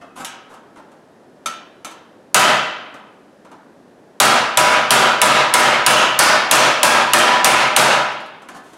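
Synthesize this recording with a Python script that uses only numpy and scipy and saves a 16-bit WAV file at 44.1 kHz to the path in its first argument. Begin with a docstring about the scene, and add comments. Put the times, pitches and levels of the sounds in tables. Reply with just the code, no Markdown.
"""Hammering sheet steel on a workbench

A steel sheet is shuffled into place on a steel bench, tapped lightly, then hammered over the edge:
one blow, a pause, and a run of twelve. Each blow cracks and sets the bench, its loose tools and the
workshop ringing. A limiter holds each crash level for a moment before it is heard to die away.
At the end loose steel rattles to rest and the sheet is lifted. A low hush lies under it all."""
import sys
import numpy as np
from scipy import signal
from scipy.fft import rfft, irfft, next_fast_len
from scipy.io import wavfile

SR = 44100
rng = np.random.default_rng(int(sys.argv[2]) if len(sys.argv) > 2 else 0)


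def waveform_to_disk(signal):
    """Save audio, clipped to [-1, 1], as 16-bit WAV at the path in sys.argv[1]."""
    frames = np.transpose(np.atleast_2d(signal))
    scaled = np.clip(frames, -1, 1) * 32767
    samples = np.round(scaled).astype(np.int16)
    wavfile.write(sys.argv[1], SR, samples)


N = 386757

# the sheet sliding on the bench: t/s, length/s, level/dB, brightness/dB
SHEET_SLIDES = [(.001, 0.03, -32, -24), (0.154, .04, -29.5, -7.5), (0.191, 0.028, -23.5, -10),
                (0.482, 0.073, -37.5, -14), (0.756, 0.043, -37, -15.5), (8.532, .052, -34, -8.5),
                (8.6, 0.21, -48.5, -3.5)]
# the sheet bumping the bench, dull when flat and bright on its edge: t/s, level/dB, brightness/dB
SHEET_BUMPS = [(.247, -38, 19), (.54, -39.5, -5), (.759, -40, -11), (.917, -46.5, -6), (2.941, -31, -13),
               (3.448, -38.5, -14), (3.515, -36.5, -11), (8.42, -37, -10), (8.487, -31.5, -3),
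               (8.733, -41, -1)]
# the hammer's light aiming taps and its rebound: t/s, level/dB
AIMING_TAPS = [(1.459, -18), (1.847, -25), (1.912, -38)]
# full blows: t/s, level/dB, f/Hz that the struck spot favours, boost/dB there
HAMMER_BLOWS = [(2.3445, 3, 3100, 3), (4.2011, 3, 4460, 2), (4.573, 4, 2560, 4), (4.9065, 3.5, 396, 4.5),
                (5.2164, 5, 485, 2.5), (5.5388, 5, 2100, 2.5), (5.8638, 3, 2890, 8), (6.1905, 3, 4950, 6),
                (6.512, 3.5, 6440, 2.5), (6.831, 2.5, 930, 5.5), (7.1344, 5.5, 1820, 2.5),
                (7.445, 4, 2450, 4), (7.7637, 4, 600, 3)]

# modes, the tones an object rings with: f/Hz, level/dB, t60/s (the time to fade by 60 dB)
SHEET_MODES = [(590, -13.5, 0.67), (1140, -10, .35), (1252, 1.5, 0.5), (1330, 2.5, 0.55),
               (1420, -9.5, 0.81), (2214, -6, .42), (2400, -5.5, 0.4), (2830, -8.5, 0.16),
               (3595, -5, 0.527), (3830, -14, 0.38), (3950, -15, 0.73), (4670, -15, 0.37), (5620, -20, 0.3),
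               (6100, -20, .3), (6190, -7, .3), (6550, -15, 0.23), (6800, -32.5, .25), (7600, -12.5, .25)]  # the small sheet ringing freely
BENCH_MODES = [(84, -30, .7), (136, -18, .8), (198, -22, .75), (237, -17, .85), (339, -19, .85),
               (505, -14, .8), (570, -12, .8), (598, -10, .75), (619, -6.3, .8), (755, -12, .75),
               (787, -10, .75), (984.5, -2.2, .8), (1221, -10, .85), (1287, -6, .9), (1355, -10, .9),
               (1618, -12, .85), (1754, -12, .85), (2212, -15, .8), (2428, -18, .8), (2728, -15, .8),
               (3371, -18, .8), (3834, -22, .75)]  # the bench top with the sheet pressed on it
LIFTED_MODES = [(780, 1, 0.54), (1280, -7, .45), (1570, -1, 0.36), (1726, -6, 0.51), (2120, -13, .35)]  # the sheet let go and lifted from the edge

# spectra, how strong a noise is from bass to treble: f/Hz, level/dB
HUSH_SPECTRUM = [(20, -37), (45, -24.5), (80, -16), (130, -8), (200, -0.5), (270, 1), (600, -3), (900, -10),
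                 (1300, -16.5), (1700, -15), (2200, -23.5), (5000, -30), (11000, -37), (16000, -52.5)]  # the quiet workshop
KNOCK_SPECTRUM = [(60, -26.5), (250, 0.5), (420, -8), (650, 1), (1000, 0.5), (1450, -2), (1800, -13.5),
                  (3000, -20), (6000, -30.5), (16000, -53)]  # the bench touched lightly
TICK_SPECTRUM = [(300, -37.5), (1500, 1), (2900, 4), (4800, -3), (6400, 0.5), (10000, -1.5), (13000, -11.5),
                 (16000, -28.5)]  # steel touching steel
CRASH_SPECTRUM = [(25, -45), (65, -37.5), (130, -14.5), (240, -10), (480, -8.5), (620, -4), (860, -2.5),
                  (1060, -4.5), (1320, -2), (2000, -8.5), (2900, -11), (4500, -15), (7000, -15.5),
                  (9800, -15.5), (12000, -25), (16000, -35)]  # bench, tools and room after a blow
CRACK_SPECTRUM = [(200, -30), (1200, -5.5), (2900, 7.5), (5000, 2), (9500, 6.5), (12000, 0.5), (16000, -18)]  # the hammer landing

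# how long each frequency takes to fade: f/Hz, t60/s
ROOM_DECAY = [(200, 0.42), (1200, 0.94), (4000, 0.63), (9000, 0.25), (15000, 0.23)]  # the room's echo
CRASH_DECAY = [(100, 0.63), (400, 0.83), (1200, 0.91), (3000, 0.91), (5500, 0.64), (9000, 0.42),
               (15000, 0.39)]  # the crash of a blow

AGE = np.arange(int(1.3 * SR)) / SR  # seconds since a hit began


def amp(db):
    """Turns decibels into a gain to multiply by."""
    return 10 ** (np.asarray(db) / 20)


def unit_rms(x):
    """Scales x to an average power of 1."""
    return x / np.sqrt(np.mean(x ** 2) + 1e-20)


def curve_at(points, hz):
    """Joins points with straight lines on a log-frequency axis and gives the value at hz."""
    f, value = np.transpose(points)
    return np.interp(np.log(hz + 1), np.log(f + 1), value)


def add(mix, start_s, sound):
    """Mixes a sound in at its start time."""
    part = mix[max(round(start_s * SR), 0):][:len(sound)]
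    part += sound[:len(part)]


def colour(x, spectrum):
    """Turns each frequency of x up or down by a spectrum in dB."""
    size = next_fast_len(len(x) + 4096)
    gain = amp(curve_at(spectrum, np.fft.rfftfreq(size, 1 / SR)))
    return irfft(rfft(x, size) * gain, size)[:len(x)]


def noise(spectrum, size=len(AGE)):
    """Noise of power 1 with the given spectrum."""
    return unit_rms(colour(rng.standard_normal(size), spectrum))


def die_away(x, decay):
    """Lets every frequency of x fade at its own speed."""
    hz, t, bands = signal.stft(x, SR, nperseg=256)
    fade = amp(-60 * t / curve_at(decay, hz)[:, None])
    return signal.istft(bands * fade, SR, nperseg=256)[1][:len(x)]


def rise(seconds):
    """A fade-in: vibration takes a moment to spread through the steel and the room."""
    return 1 - np.exp(-AGE / seconds)


def lumpy(x, depth_db, width_hz):
    """The struck spot favours some of the sheet's broad resonances and weakens others."""
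    hz = np.fft.rfftfreq(len(x), 1 / SR)
    lumps_db = depth_db * np.clip(rng.standard_normal(2048), -2, 2)
    gain_db = np.interp(hz / width_hz, np.arange(len(lumps_db)), lumps_db)
    gain_db *= np.minimum(hz / 1500, 1)  # smoother in the bass
    return unit_rms(irfft(rfft(x) * amp(gain_db), len(x)))


def modes(table, scatter_db, detune, split_hz=5, twin_gain=0.8):
    """Fading tones, each beating with a close twin; the spot struck sets levels, the grip pitch."""
    hz, db, t60 = np.transpose(table)[:, :, None]
    share, shift, phase, split, twin_phase = rng.standard_normal((5, len(table), 1))
    turns = hz * (1 + detune * shift) * AGE + phase
    twin_turns = turns + split_hz * split * AGE + twin_phase
    pairs = np.sin(2 * np.pi * turns) + twin_gain * np.sin(2 * np.pi * twin_turns)
    tones = amp(db + scatter_db * share - 60 * AGE / t60) * pairs
    return tones.sum(0) / np.sqrt(np.sum(amp(db) ** 2) * (1 + twin_gain ** 2) / 2)


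def hush():
    """The workshop's low, steady background noise."""
    return amp(-42.5) * noise(HUSH_SPECTRUM, size=N)


def touch(spectrum, body_s, room_db, lump_hz):
    """A light contact: a short burst of resonances, then the room's echo."""
    direct, echo = (lumpy(noise(spectrum), depth_db=3.5, width_hz=lump_hz) for _ in range(2))
    return direct * np.exp(-AGE / body_s) + amp(room_db) * die_away(echo, ROOM_DECAY) * rise(0.003)


def knock():
    """The dull answer of the bench to a light touch."""
    return touch(KNOCK_SPECTRUM, body_s=0.029, room_db=-3.5, lump_hz=70.8) * rise(0.00043)


def tick():
    """The bright click of steel on steel."""
    return touch(TICK_SPECTRUM, body_s=0.013, room_db=-7.5, lump_hz=134.5)


def slides(slips_per_s=900, spread_db=4):
    """Sliding steel catches and slips in a stream of tiny uneven knocks and ticks."""
    out = np.zeros(N)
    for start_s, length_s, rub_db, bright_db in SHEET_SLIDES:
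        size = int(length_s * SR)
        slipping = rng.random(len(AGE))[:size] < slips_per_s / SR
        strength = np.minimum(rng.exponential(1, len(AGE))[:size], 3)
        slips = slipping * amp(spread_db * strength) * signal.windows.tukey(size, .5)
        for db, answer in ((rub_db, knock()), (rub_db + bright_db, tick())):
            scrape = signal.fftconvolve(slips, answer)  # every slip sets off the same answer
            add(out, start_s, amp(db) * scrape / np.sqrt(np.sum(scrape ** 2) / size + 1e-20))
    return out


def sheet_ring(damping_s=0.022):
    """The small sheet rings; the holding hand quickly damps the first part."""
    grip = .5 + np.exp(-AGE / damping_s)
    return modes(SHEET_MODES, scatter_db=-1.5, detune=0.0012) * grip * rise(0.00057)


def bumps(ring_db=-15):
    """The sheet is shifted and knocks against the bench; being held, it hardly rings."""
    out = np.zeros(N)
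    for start_s, db, bright_db in SHEET_BUMPS:
        add(out, start_s, amp(db) * (knock() + amp(bright_db) * tick() + amp(ring_db) * sheet_ring()))
    return out


def taps(firm_db=-18):
    """The hammer finds its aim: a firm tap makes the sheet ring, a soft one is mostly click and knock."""
    out = np.zeros(N)
    for start_s, db in AIMING_TAPS:
        softer_db = np.clip(firm_db - db, 0, 10)
        knock_db = -8.5 + 0.55 * softer_db
        ring_db = 1 - 0.75 * softer_db
        add(out, start_s, amp(db) * (tick() + amp(knock_db) * knock() + amp(ring_db) * sheet_ring()))
    return out


def crash(shared_noise, alike=0.43):
    """The crowded modes of bench and room blur into noise; part of it repeats from blow to blow."""
    crowd = alike * shared_noise + np.sqrt(1 - alike ** 2) * noise(CRASH_SPECTRUM)
    crowd = lumpy(crowd, depth_db=2.3, width_hz=60)
    return amp(1) * die_away(crowd, CRASH_DECAY) * rise(0.0059)


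def bench_ring():
    """The struck bench top rings with its own clear tones."""
    return amp(-4) * modes(BENCH_MODES, scatter_db=2.0, detune=0.0012) * rise(0.0045)


def late_bass(x, bass_hz=463, rise_s=0.01):
    """The heavy bench gets moving later than the sheet, so the bass swells in after the treble."""
    bass = colour(x, [(bass_hz, 0), (2 * bass_hz, -20)])
    return x - bass * (1 - rise(rise_s))


def crack(treble_db, crack_s=0.0035, sizzle_s=0.026, slap_s=0.013):
    """The hammer lands; the sheet sizzles briefly, then springs back and slaps the bench edge."""
    contact = amp(0.5) * np.exp(-AGE / crack_s) * rise(0.00045)
    sizzle = amp(-8 + treble_db) * np.exp(-AGE / sizzle_s)
    since_slap = AGE - 0.034 * rng.uniform(0.57, 1.8)
    slap = amp(-12) * (since_slap > 0) * np.exp(-abs(since_slap) / slap_s)
    return (contact + sizzle + slap) * lumpy(noise(CRACK_SPECTRUM), depth_db=3, width_hz=160)


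def hammer(usual_db=4, dulling=0.8, peak_octaves=0.32):
    """Each full blow is a sharp crack on top of the ringing of bench and room."""
    out, shared_noise = np.zeros(N), noise(CRASH_SPECTRUM)
    for start_s, db, favoured_hz, boost_db in HAMMER_BLOWS:
        treble_db = -0.02 - dulling * (db - usual_db)  # louder blows get less treble and sizzle
        body = late_bass(crash(shared_noise) + bench_ring())
        body = colour(body, [(650, -0.66), (950, 0), (1800, 0), (3000, 1.15), (8000, treble_db)])
        # the hammer walks along the edge, and each spot brings out one broad resonance
        peak = [(favoured_hz * 2 ** (k * peak_octaves), boost_db * (k == 0)) for k in (-1, 0, 1)]
        add(out, start_s, amp(db) * (colour(body, peak) + crack(treble_db)))
    return out


def settle(start_s=8.12, gap_s=.083, shrink=.68, first_db=-42, loss_db=2.0):
    """After the last blow loose steel rattles to rest, each bounce sooner and weaker."""
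    out = np.zeros(N)
    for bounce in range(3):
        add(out, start_s, amp(first_db - loss_db * bounce) * (knock() + tick()))
        start_s += gap_s * shrink ** bounce
    return out


def lift():
    """Freed from the hand's pressure, the sheet clinks twice with a lower ring."""
    out = np.zeros(N)
    for start_s, db in ((8.487, -34.5), (8.553, -37)):
        add(out, start_s, amp(db) * modes(LIFTED_MODES, scatter_db=3.5, detune=.002) * rise(.002))
    return out


def scene(mid_db=-5, side_db=-34):
    """All the sounds together; reflections from the walls make left and right differ slightly."""
    mix = hammer() + taps() + bumps() + settle() + slides() + lift() + hush()
    walls = irfft(np.exp(2j * np.pi * rng.random(129)))  # random phases scatter the sound in time
    mid = amp(mid_db) * mix
    side = amp(side_db) * signal.oaconvolve(mix, walls)[:N]
    return np.array([mid + side, mid - side])


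def record(dry, limit_db=-10.0, attack_s=0.0035, recover_db_per_s=90, cutoff_hz=16100):
    """A limiter turns loud moments down, then a filter cuts the highest treble."""
    memory = np.exp(-1 / (attack_s * SR))
    power = signal.lfilter([1 - memory], [1, -memory], (dry ** 2).mean(0))
    power_db = 10 * np.log10(power + 1e-12)
    fall_db = np.arange(N) / SR * recover_db_per_s
    peak_db = np.maximum.accumulate(power_db + fall_db) - fall_db  # jumps up, then sinks steadily
    over_db = np.maximum(peak_db - limit_db, 0)
    held = np.clip(dry / amp(over_db), -.91, .91)  # a blow's first milliseconds slip past and clip
    lowpass = signal.firwin(255, cutoff_hz, window=("kaiser", 8), fs=SR)
    return signal.oaconvolve(held, lowpass[None], "same")


dry = scene()
out = record(dry)
waveform_to_disk(out)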